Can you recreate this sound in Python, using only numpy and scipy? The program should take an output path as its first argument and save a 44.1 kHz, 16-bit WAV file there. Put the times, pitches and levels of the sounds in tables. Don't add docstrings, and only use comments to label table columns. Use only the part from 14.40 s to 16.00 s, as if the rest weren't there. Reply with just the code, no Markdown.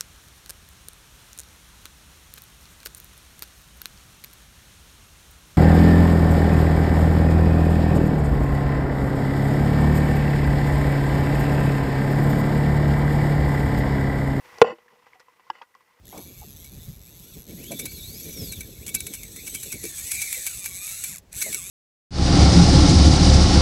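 import sys
import numpy as np
from scipy import signal
from scipy.fft import rfft, irfft
from scipy.io import wavfile

SR = 44100
rng = np.random.default_rng(int(sys.argv[2]) if len(sys.argv) > 2 else 0)


def inscribe(sig):
    pcm = np.round(np.clip(np.atleast_2d(sig).T, -1, 1) * 32767)
    wavfile.write(sys.argv[1], SR, pcm.astype(np.int16))


N = 70560
TIME = np.arange(N) / SR

# (frequency [Hz], level [dB], t60 [s])
CASE_MODES = [(115, -35, 0.051), (227, -21, 0.16), (320, -24.5, 0.065), (469.8, 1, 0.065),
              (489.5, -11.5, 0.17), (603, -17.5, 0.15), (798.8, -0.5, 0.035), (1055, -5, .05),
              (1220, -13, .03), (1407.7, -13, 0.046), (1820, -16, .035), (1983, -13, 0.043),
              (2195, -16.5, 0.0092), (2601, -11, 0.025), (2970, -13.5, .025), (3204, -19, .008),
              (3700, -19.5, .007), (4315, -20, .02), (4783, -19.5, .016), (5582, -19.5, .011),
              (7430, -26.5, .009)]


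def from_db(db):
    return 10 ** (np.asarray(db) / 20)


def unit_rms(x):
    return x / np.sqrt(np.mean(x ** 2) + 1e-20)


def colour(x, spectrum):
    hz, db = np.transpose(spectrum)
    bins_hz = np.maximum(np.arange(N // 2 + 1) * SR / N, 1)
    gain = from_db(np.interp(np.log(bins_hz), np.log(hz), db))
    return unit_rms(irfft(rfft(x) * gain, N))


def cut(x, hz, kind, order):
    return signal.sosfilt(signal.butter(order, hz, kind, fs=SR, output="sos"), x + 1e-18)


def decay(start_s, t60_s):
    return (TIME >= start_s) * np.exp(-np.log(1000) * np.maximum(TIME - start_s, 0) / t60_s)


def ring(force, modes):
    out = np.zeros(N)
    for k, (hz, db, t60_s) in enumerate(modes):
        radius = np.exp(-np.log(1000) / (t60_s * SR))
        feedback = [1, -2 * radius * np.cos(2 * np.pi * hz / SR), radius ** 2]
        out -= (-1) ** k * from_db(db) * signal.lfilter([.5, 0, -.5], feedback, force + 1e-18)
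    return out


def contact_force(contacts, crunch_db, crunch_t60_s):
    force = np.zeros(N)
    for start_s, db, cutoff_hz in contacts:
        crunch = rng.standard_normal(N) * decay(start_s, crunch_t60_s)
        crunch *= from_db(crunch_db) / np.linalg.norm(crunch)
        pulse = signal.unit_impulse(N, int(start_s * SR))
        force += from_db(db) * cut(pulse + crunch, cutoff_hz, "low", order=2)
    return force


def case_knock(bass_cut_hz=150):
    # (time [s], level [dB], cut-off [Hz])
    contacts = [(.1843, -50, 4555), (.2159, -8, 4900), (.2177, -10.5, 810), (.2202, -18, 6000),
                (.2443, -16.5, 1338), (.384, -50.5, 2610), (.459, -44.5, 260), (.528, -39, 200)]
    force = contact_force(contacts, crunch_db=-15, crunch_t60_s=.02)
    return cut(ring(force, CASE_MODES), bass_cut_hz, "high", order=2)


def mount_knocks(bass_cut_hz=98):
    # (frequency [Hz], level [dB], t60 [s])
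    mount_modes = [(87.5, -43.5, 0.073), (348, -19.5, 0.074), (534, -15, 0.044), (874, -0.5, 0.022),
                   (1135, -5, 0.021), (1390, -14, 0.046), (1647, -8.5, 0.043), (2010, -19.5, 0.041),
                   (2543, -12, 0.044), (2956, -8.5, 0.019), (3510, -12, 0.0089), (4800, -8.5, 0.012),
                   (5320, -8.5, 0.016), (7100, -10, 0.0025)]
    # (time [s], level [dB], cut-off [Hz])
    contacts = [(1.0997, -28.5, 2180), (1.1008, -19.5, 1407), (1.1019, -24.5, 4823), (1.2183, -40, 4000),
                (1.2222, -39.5, 690)]
    force = contact_force(contacts, crunch_db=-11.5, crunch_t60_s=.035)
    return cut(ring(force, mount_modes), bass_cut_hz, "high", order=2)


def case_scrapes(slips_per_s=2500, spread_db=4, attack_s=.0046, release_s=.041):
    # (start [s], end [s], level [dB], bass cut [Hz])
    drags = [(0.235, 0.322, -33, 50), (0.514, 0.58, -63, 199.5), (1.13, 1.213, -57, 3200)]
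    # (frequency [Hz], level [dB])
    slip_spectrum = [(100, 7.5), (240, 1.5), (420, -9), (520, -2.5), (800, -5.5), (2000, 2), (3000, -1),
                     (3700, -4.5), (5400, -4), (6300, -13), (7600, -1.5), (9500, -17.5), (15000, -27.5)]
    out = np.zeros(N)
    for start_s, end_s, db, bass_cut_hz in drags:
        slips = (rng.random(N) < slips_per_s / SR) * rng.choice([-1, 1], N)
        strength = from_db(spread_db * rng.standard_normal(N))
        force = cut(colour(slips * strength, slip_spectrum), bass_cut_hz, "high", order=1)
        pressure = np.clip((TIME - start_s) / attack_s, 0, 1)
        pressure *= np.clip((end_s - TIME) / release_s + .5, 0, 1)
        out += from_db(db) * ring(force * pressure, CASE_MODES) / np.std(ring(force, CASE_MODES))
    return out


def case_singing(overtone_ratio=2.115, overtone_db=-10):
    # (start [s], end [s], pitch [Hz], level [dB])
    rubs = [(.06, 0.16, 487.2, -68.5), (.252, 0.291, 495, -26.5), (.283, .328, 499.5, -29),
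            (.39, 0.637, 490, -64)]
    out = np.zeros(N)
    for start_s, end_s, hz, db in rubs:
        swell = np.sin(np.pi * np.clip((TIME - start_s) / (end_s - start_s), 0, 1))
        phase = 2 * np.pi * hz * (TIME - start_s)
        tone = np.sin(phase) + from_db(overtone_db) * np.sin(overtone_ratio * phase)
        out += from_db(db) * swell * tone
    return out


def wall_noise():
    # (frequency [Hz], level [dB])
    spectrum = [(25, -17), (100, -2.5), (250, -3.5), (700, -4), (1500, -1), (2800, -3.5), (4000, -11),
                (5500, -9.5), (8000, -20.5), (15000, -46.5)]
    # (frequency [Hz], width [Hz], gain [dB])
    peaks = [(494.2, 36, 12), (985, 220, 9), (1960, 71, 10.5)]
    noise = colour(rng.standard_normal(N), spectrum)
    resonant = sum(from_db(db) * signal.lfilter(*signal.iirpeak(hz, hz / width_hz, SR), noise)
                   for hz, width_hz, db in peaks)
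    return unit_rms(noise + resonant)


def handling_ticks(attack_s=.00097, grit_t60_s=.069, bass_cut_hz=304, treble_cut_hz=4500):
    # (time [s], ring level [dB], pitch [Hz], t60 [s], grit level [dB])
    ticks = [(.324, -31.5, 334.5, 0.08, -88), (.384, -50.5, 2930, 0.021, -52.5),
             (.481, -40, 1750, 0.015, -52), (.6595, -50, 2373, 0.019, -56.5),
             (.666, -46, 804, 0.026, -57.5), (0.733, -34.5, 2119, 0.011, -55),
             (.756, -49.5, 750, 0.087, -59.5), (0.8, -46.5, 1416, 0.032, -51.5),
             (.883, -47.5, 1013, 0.062, -55.5), (.996, -48.5, 1022, 0.049, -53),
             (1.067, -49.5, 1067, 0.078, -67), (1.153, -40, 2050, 0.024, -48),
             (1.2145, -32, 934, 0.051, -50), (1.2176, -36, 3240, 0.014, -53),
             (1.2199, -40, 2550, .022, -60), (1.2234, -41, 1183, 0.041, -61), (1.228, -47, 1452, .055, -62),
             (1.342, -45.5, 1950, 0.021, -66), (1.351, -40.5, 1081, 0.031, -54.5),
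             (1.406, -48.5, 1085, .028, -62)]
    noise = wall_noise()
    out = np.zeros(N)
    for start_s, db, hz, t60_s, grit_db in ticks:
        onset = np.clip((TIME - start_s) / attack_s, 0, 1)
        tone = from_db(db) * decay(start_s, t60_s) * np.sin(2 * np.pi * hz * (TIME - start_s))
        grit = from_db(grit_db) * decay(start_s, grit_t60_s) * noise
        out += onset * (tone + grit)
    out = cut(out, bass_cut_hz, "high", order=2)
    return cut(out, treble_cut_hz, "low", order=1)


def snaps(t60_s=.0083):
    # (time [s], level [dB])
    cracks = [(0.1847, -45.5), (0.797, -43.5), (0.802, -47), (0.808, -51), (1.3502, -51)]
    # (frequency [Hz], level [dB])
    spectrum = [(500, -28.5), (1500, 6.5), (3500, -11.5), (5600, 5), (8000, -10.5), (14000, -30)]
    envelope = sum(from_db(db) * decay(start_s, t60_s) for start_s, db in cracks)
    return envelope * colour(rng.standard_normal(N), spectrum)


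def water_wash(flutter_db=2, flutter_cutoff_hz=25.2):
    # (time [s], level [dB])
    levels = [(0, -66.5), (.11, -60.5), (.2, -60), (.43, -64), (.56, -63), (.7, -62), (.93, -65.5),
              (1.1, -61), (1.3, -67.5), (1.6, -63.5)]
    flutter = unit_rms(cut(rng.standard_normal(N), flutter_cutoff_hz, "low", order=2))
    level_db = np.interp(TIME, *np.transpose(levels)) + flutter_db * flutter
    return from_db(level_db) * wall_noise()


def hiss(level_db=-72.5):
    return from_db(level_db) * rng.standard_normal(N)


def scene():
    knocks = case_knock() + mount_knocks()
    floor = hiss()
    rubbing = case_scrapes() + case_singing()
    return (knocks + rubbing + handling_ticks() + snaps() + water_wash() + floor)[None]


def gain_control(x, boost_db=10, threshold_db=-16, lag_s=.009, attack_s=.003, release_db_per_s=.2):
    over_db = np.clip(20 * np.log10(np.abs(x[0]) + 1e-9) - threshold_db, 0, boost_db)
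    recovery_db = release_db_per_s * TIME
    held_db = np.maximum.accumulate(over_db + recovery_db) - recovery_db
    delayed_db = np.interp(TIME - lag_s, TIME, held_db)
    pole = np.exp(-1 / (attack_s * SR))
    duck_db = signal.lfilter([1 - pole], [1, -pole], delayed_db)
    return x * from_db(boost_db - duck_db)


def record(dry):
    knee_exponent, cutoff_hz = 24, 15450
    boosted = gain_control(dry)
    clipped = boosted / (1 + np.abs(boosted) ** knee_exponent) ** (1 / knee_exponent)
    return signal.sosfilt(signal.ellip(10, .1, 80, cutoff_hz, fs=SR, output="sos"), clipped)


dry = scene()
out = record(dry)
inscribe(out)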